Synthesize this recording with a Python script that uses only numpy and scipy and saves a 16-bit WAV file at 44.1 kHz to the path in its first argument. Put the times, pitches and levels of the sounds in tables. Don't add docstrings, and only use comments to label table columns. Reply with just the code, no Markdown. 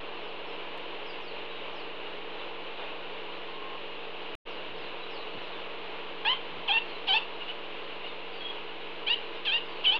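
import sys
import numpy as np
from scipy import signal
from scipy.fft import rfft, irfft
from scipy.io import wavfile

SR = 44100
rng = np.random.default_rng(int(sys.argv[2]) if len(sys.argv) > 2 else 0)


def put_to_file(sound):
    columns = np.atleast_2d(sound).T
    safe = np.clip(columns, -1, 1)
    whole_steps = np.round(safe * 32767)
    wavfile.write(sys.argv[1], SR, whole_steps.astype(np.int16))


N = 440559
TIME = np.arange(N) / SR


def from_db(db):
    return 10 ** (np.asarray(db) / 20)


def rms_one(x):
    return x / np.sqrt(np.mean(x ** 2) + 1e-20)


def at_hz(points, hz):
    points = np.array(points)
    return np.interp(np.log(np.maximum(hz, 1)), np.log(points[:, 0]), points[:, 1])


def drift(rate_hz, size):
    pole = np.exp(-2 * np.pi * rate_hz / SR)
    run_in = SR // 2
    wander = signal.lfilter([1], [1, -2 * pole, pole * pole], rng.standard_normal(size + run_in))
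    return rms_one(wander)[run_in:]


def lowpass(x, hz, order):
    return signal.sosfilt(signal.butter(order, hz, fs=SR, output="sos"), x)


def add(out, start_s, sound):
    i = max(int(start_s * SR), 0)
    out[i:i + len(sound)] += sound[:max(N - i, 0)]


def arch(length_s):
    progress = np.linspace(0, 1, int(length_s * SR))
    return progress, np.sin(np.pi * progress) ** 0.28


def hiss(level_db=-41, waver_db=0.57, swell_below_hz=900):
    # (frequency [Hz], relative density [dB])
    low_spectrum = [(25, -5.5), (60, -21), (100, -19), (170, -17.5), (260, -10), (330, -0.5), (430, 3),
                    (520, 3), (720, -0.5), (1000, 1.5), (1300, -4.5), (1900, -7)]
    high_spectrum = [(2350, -3), (2850, 1.5), (3300, -5.5), (4000, -11), (4700, -23.5), (5400, -35.5),
                     (6500, -44.5), (7700, -55), (15000, -58)]
    # (time [s], gain [dB])
    swell = [(0, 0.5), (1, 0), (2.5, -0.4), (4, -0.5), (5.3, 0.5), (6.6, -0.5), (8, -1.5), (10, -1)]
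    hz = np.arange(N // 2 + 1) * SR / N
    colour = from_db(at_hz(low_spectrum + high_spectrum, hz))
    noise = rms_one(irfft(rfft(rng.standard_normal(N)) * colour, N))
    low_band = irfft(rfft(noise) / (1 + (hz / swell_below_hz) ** 4), N)
    swell_gain = from_db(np.interp(TIME, *np.transpose(swell)))
    return (noise + low_band * (swell_gain - 1)) * from_db(level_db + waver_db * drift(5.2, N))


def motor(speed_spread=.0012, waver_db=0.54):
    # (frequency [Hz], rms level [dB])
    partials = [(60, -68.5), (119.9, -78.5), (179.9, -62.5), (215, -76.5), (231.3, -71), (270, -73),
                (299.9, -61.5), (325, -68), (346.6, -59.5), (419.7, -54.5), (462.1, -52.5), (577.5, -66)]
    uneven_time = TIME + speed_spread * np.cumsum(drift(3.18, N)) / SR
    out = np.zeros(N)
    for hz, level_db in partials:
        amplitude = np.sqrt(2) * from_db(level_db + waver_db * drift(1.7, N))
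        out += amplitude * np.sin(2 * np.pi * (hz * uneven_time + rng.random()))
    return out


def whistle(length_s, start_hz, end_hz, level_db, dull_db=-22, flicker_db=3.5, ramp_s=.004):
    progress, envelope = arch(length_s)
    glide_hz = (start_hz - end_hz) * (1 - progress) ** 1.7
    waver_hz = .04 * np.sqrt(end_hz * abs(start_hz - end_hz)) * drift(110, len(progress))
    hz = end_hz + glide_hz + waver_hz
    air_db = at_hz([(4000, 0), (5000, dull_db / 3), (6500, dull_db)], hz)
    gain = from_db(level_db + air_db + flicker_db * drift(46, len(progress)))
    ramps = np.minimum(np.minimum(progress, 1 - progress) * length_s / ramp_s, 1)
    return gain * ramps * np.sqrt(envelope) * np.sin(2 * np.pi * np.cumsum(hz) / SR)


def songbirds(twitter_count=70):
    # (time [s], start pitch [Hz], base level [dB])
    slurs = [(.23, 5700, -63), (1.2, 6450, -54.5), (1.73, 6000, -56), (4.471, 6300, -59), (4.77, 5520, -59),
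             (5.101, 5615, -50.5), (5.41, 6000, -61), (9.33, 5830, -61)]
    # (time [s], base level [dB])
    chips = [(2.38, -51), (2.77, -51), (5.52, -49), (8.07, -49.5)]
    # (time [s], length [s], start pitch [Hz], end pitch [Hz], base level [dB])
    whistles = [(.46, 0.1, 5400, 5060, -60), (1.061, .08, 5450, 4550, -51.5),
                (1.483, 0.12, 3950, 3720, -53), (3.438, 0.31, 1055, 1071, -48.5),
                (5.011, 0.045, 3820, 3950, -46), (6.879, 0.11, 4480, 3920, -53),
                (8.32, 0.088, 4830, 4520, -54), (8.404, 0.11, 3282, 3297, -39.5),
                (9.65, 0.15, 5050, 4300, -58.5)]
    out = np.zeros(N)
    for start_s, start_hz, level_db in slurs:
        add(out, start_s, whistle(length_s=.14, start_hz=start_hz, end_hz=3880, level_db=level_db))
    for start_s, level_db in chips:
        add(out, start_s, whistle(length_s=.055, start_hz=4050, end_hz=3480, level_db=level_db))
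    for start_s, *note in whistles:
        add(out, start_s, whistle(*note))
    for when, height, glide in rng.random((twitter_count, 3)):
        end_hz = 3450 + 1000 * height
        start_hz = end_hz + 700 * glide
        add(out, when * N / SR, whistle(.064, start_hz, end_hz, level_db=-58 - 7 * height))
    return out


def clearing(x, scatter_db, dull_hz, build_s=0.011, t60_s=.28):
    # (delay [s], gain [dB])
    echoes = [(.004, -18), (.009, -14), (0.0176, -18), (.035, -21.5), (.048, -19), (.069, -22.5)]
    t = TIME[:SR]
    envelope = from_db(-60 * t / t60_s) * (1 - np.exp(-t / build_s))
    scatter = lowpass(rng.standard_normal(SR), dull_hz, order=4) * envelope
    passband_gain = np.sqrt(np.sum(scatter ** 2) * SR / (2 * dull_hz))
    response = from_db(scatter_db) * scatter / passband_gain
    for delay_s, gain_db in echoes:
        add(response, delay_s, from_db([gain_db]))
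    return x + signal.fftconvolve(x, response)[:N]


def ticks(dull_hz=3500):
    # (time [s], level before smoothing [dB])
    impulses = [(0.778, -32), (4.352, -26.5)]
    out = np.zeros(N)
    for start_s, level_db in impulses:
        add(out, start_s, from_db([level_db]))
    return lowpass(out + 1e-18, dull_hz, order=1)


def bumps(band_hz=(90, 300)):
    # (time [s], length [s], level [dB])
    rubs = [(4.62, 0.26, -57.5), (5.346, 0.044, -47), (6.499, 0.14, -54)]
    band = signal.butter(2, band_hz, "band", fs=SR, output="sos")
    out = np.zeros(N)
    for start_s, length_s, level_db in rubs:
        _, envelope = arch(length_s)
        rumble = rms_one(signal.sosfilt(band, rng.standard_normal(len(envelope))))
        add(out, start_s, from_db(level_db) * envelope * rumble)
    return out


def voice(pitch_hz, rough, posture_db, jitter=0.095, flutter_db=3.0, rasp=0.62, air=0.11):
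    # (frequency [Hz], relative gain [dB])
    throat = [(300, -45), (700, -11), (950, -7), (1500, -12), (1900, -16), (2350, -9), (2680, -1),
              (3020, 4.5), (3280, 1), (3600, -12), (4600, -23.5), (5200, -38.5), (6300, -57.5),
              (9000, -73.5)]
    size = len(pitch_hz)
    low_db, mid_db, high_db = posture_db
    facing = [(900, low_db), (1800, mid_db), (2600, 0), (3300, 0), (4500, high_db)]
    phase = 2 * np.pi * np.cumsum(pitch_hz * (1 + jitter * rough * drift(420, size))) / SR
    tone, power = 0, 0
    for k in range(1, 10):
        hz = k * pitch_hz
        gain = from_db(at_hz(throat, hz) + at_hz(facing, hz) + flutter_db * drift(45, size))
        sidebands = rasp * rough * (drift(300, size) + 1j * drift(300, size))
        harmonic = np.exp(1j * (k * phase + rng.uniform(0, 2 * np.pi)))
        tone += gain * np.real((1 + sidebands) * harmonic)
        power += gain ** 2 * (1 / 2 + (rasp * rough) ** 2)
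    puffs = rng.standard_normal(size) * (1 + np.cos(phase))
    hz = np.arange(size // 2 + 1) * SR / size
    turbulence = rms_one(irfft(rfft(puffs) * from_db(at_hz(throat, hz) + at_hz(facing, hz)), size))
    breath = np.clip(air + rough ** 2, 0, .9)
    boost = rms_one(np.sqrt(power) ** 0.42) ** (1 - rough)
    return boost * (np.sqrt(1 - breath ** 2) * tone / np.sqrt(power) + breath * turbulence)


def squeals(attack_s=0.00299, release_s=.009, onset_s=.008, catch_s=0.005, flick_s=.007):
    # (time [s], length [s], opening crack [s], middle of climb [s], climb length [s],
    # low pitch [Hz], high pitch [Hz], low note's base level [dB], high note's base level [dB],
    # catch time [s], catch depth [dB], posture gain at 900 Hz [dB], at 1800 Hz [dB], at 4500 Hz [dB])
    calls = [(6.248, 0.088, 0.0029, .031, .068, 794, 1023, -24.5, -25, .045, 0.5, 2, 4.5, 0.5),
             (6.677, 0.11, 0.012, 0.045, 0.03, 794, 902, -24.5, -23.5, 0.055, 5.5, 0, -.5, -2.5),
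             (7.071, 0.11, 0.012, .065, .033, 762.6, 880, -24, -22.5, 0.053, 2, 2.5, -4, 6),
             (9.067, 0.075, 0, .021, 0.062, 734, 951, -27, -23, .027, 7, -11, -2, 1),
             (9.450, 0.13, .018, .071, 0.059, 782, 928, -26.5, -26, .063, 12, -9, -1, -1),
             (9.839, 0.13, .017, 0.085, 0.063, 751, 890, -24, -25.5, 0.074, 7, -6, -11.5, -3.5)]
    out = np.zeros(N)
    for (start_s, length_s, crack_s, climb_at_s, climb_s, low_hz, high_hz,
         low_db, high_db, catch_at_s, catch_db, *posture_db) in calls:
        t = np.arange(-attack_s / 2, length_s + release_s, 1 / SR)
        onset = np.exp(-np.maximum(t, 0) / onset_s)
        crack = np.exp(-(t / crack_s) ** 2) if crack_s > 0 else 0
        climb = (1 + np.sin(np.pi * np.clip((t - climb_at_s) / climb_s, -.5, .5))) / 2
        catch = np.exp(-((t - catch_at_s) / catch_s) ** 2)
        flick = np.exp(np.minimum(t - length_s, 0) / flick_s)
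        pitch_hz = low_hz + (high_hz - low_hz) * climb + 356.8 * crack + 65.4 * flick
        dip_db = 7 * onset + 4 * crack + catch_db * catch + 5.5 * flick
        level_db = low_db + (high_db - low_db) * climb - dip_db
        rough = np.clip(0.083 + .75 * crack + 0.25 * flick, 0, 1)
        gate = np.interp(t, [t[0], attack_s / 2, length_s, t[-1]], [0, 1, 1, 0])
        add(out, start_s + t[0], gate * from_db(level_db) * voice(pitch_hz, rough, posture_db))
    return out


def squeaks(rough=0.31, posture_db=(0, 0, -4)):
    # (time [s], length [s], start pitch [Hz], end pitch [Hz], base level [dB])
    notes = [(7.402, .035, 738, 708, -40), (7.479, 0.037, 696, 744, -37), (8.033, .05, 705, 753, -41)]
    out = np.zeros(N)
    for start_s, length_s, start_hz, end_hz, level_db in notes:
        progress, envelope = arch(length_s)
        pitch_hz = start_hz + (end_hz - start_hz) * progress
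        add(out, start_s, from_db(level_db) * envelope * voice(pitch_hz, rough, posture_db))
    return out


def scene():
    albatross = lowpass(squeals() + squeaks() + 1e-18, hz=6200, order=6)
    near = clearing(albatross, scatter_db=-15, dull_hz=3400)
    far = clearing(songbirds(), scatter_db=-6, dull_hz=7000)
    return (near + far + hiss() + motor() + bumps() + ticks())[None]


def record(dry, stop_s=4.3525, back_s=4.465, offset=0.0095, cutoff_hz=17000):
    gate = np.interp(TIME, [stop_s, stop_s + .0015, back_s - .013, back_s + .013], [1, 0, 0, 1])
    end_fades = np.clip(np.minimum(TIME, TIME[-1] - TIME) / .004, 0, 1)
    gated = (dry * end_fades + offset) * gate
    top_cut = signal.cheby2(12, 70, cutoff_hz, fs=SR, output="sos")
    return signal.sosfilt(top_cut, gated - offset) + offset


dry = scene()
out = record(dry)
put_to_file(out)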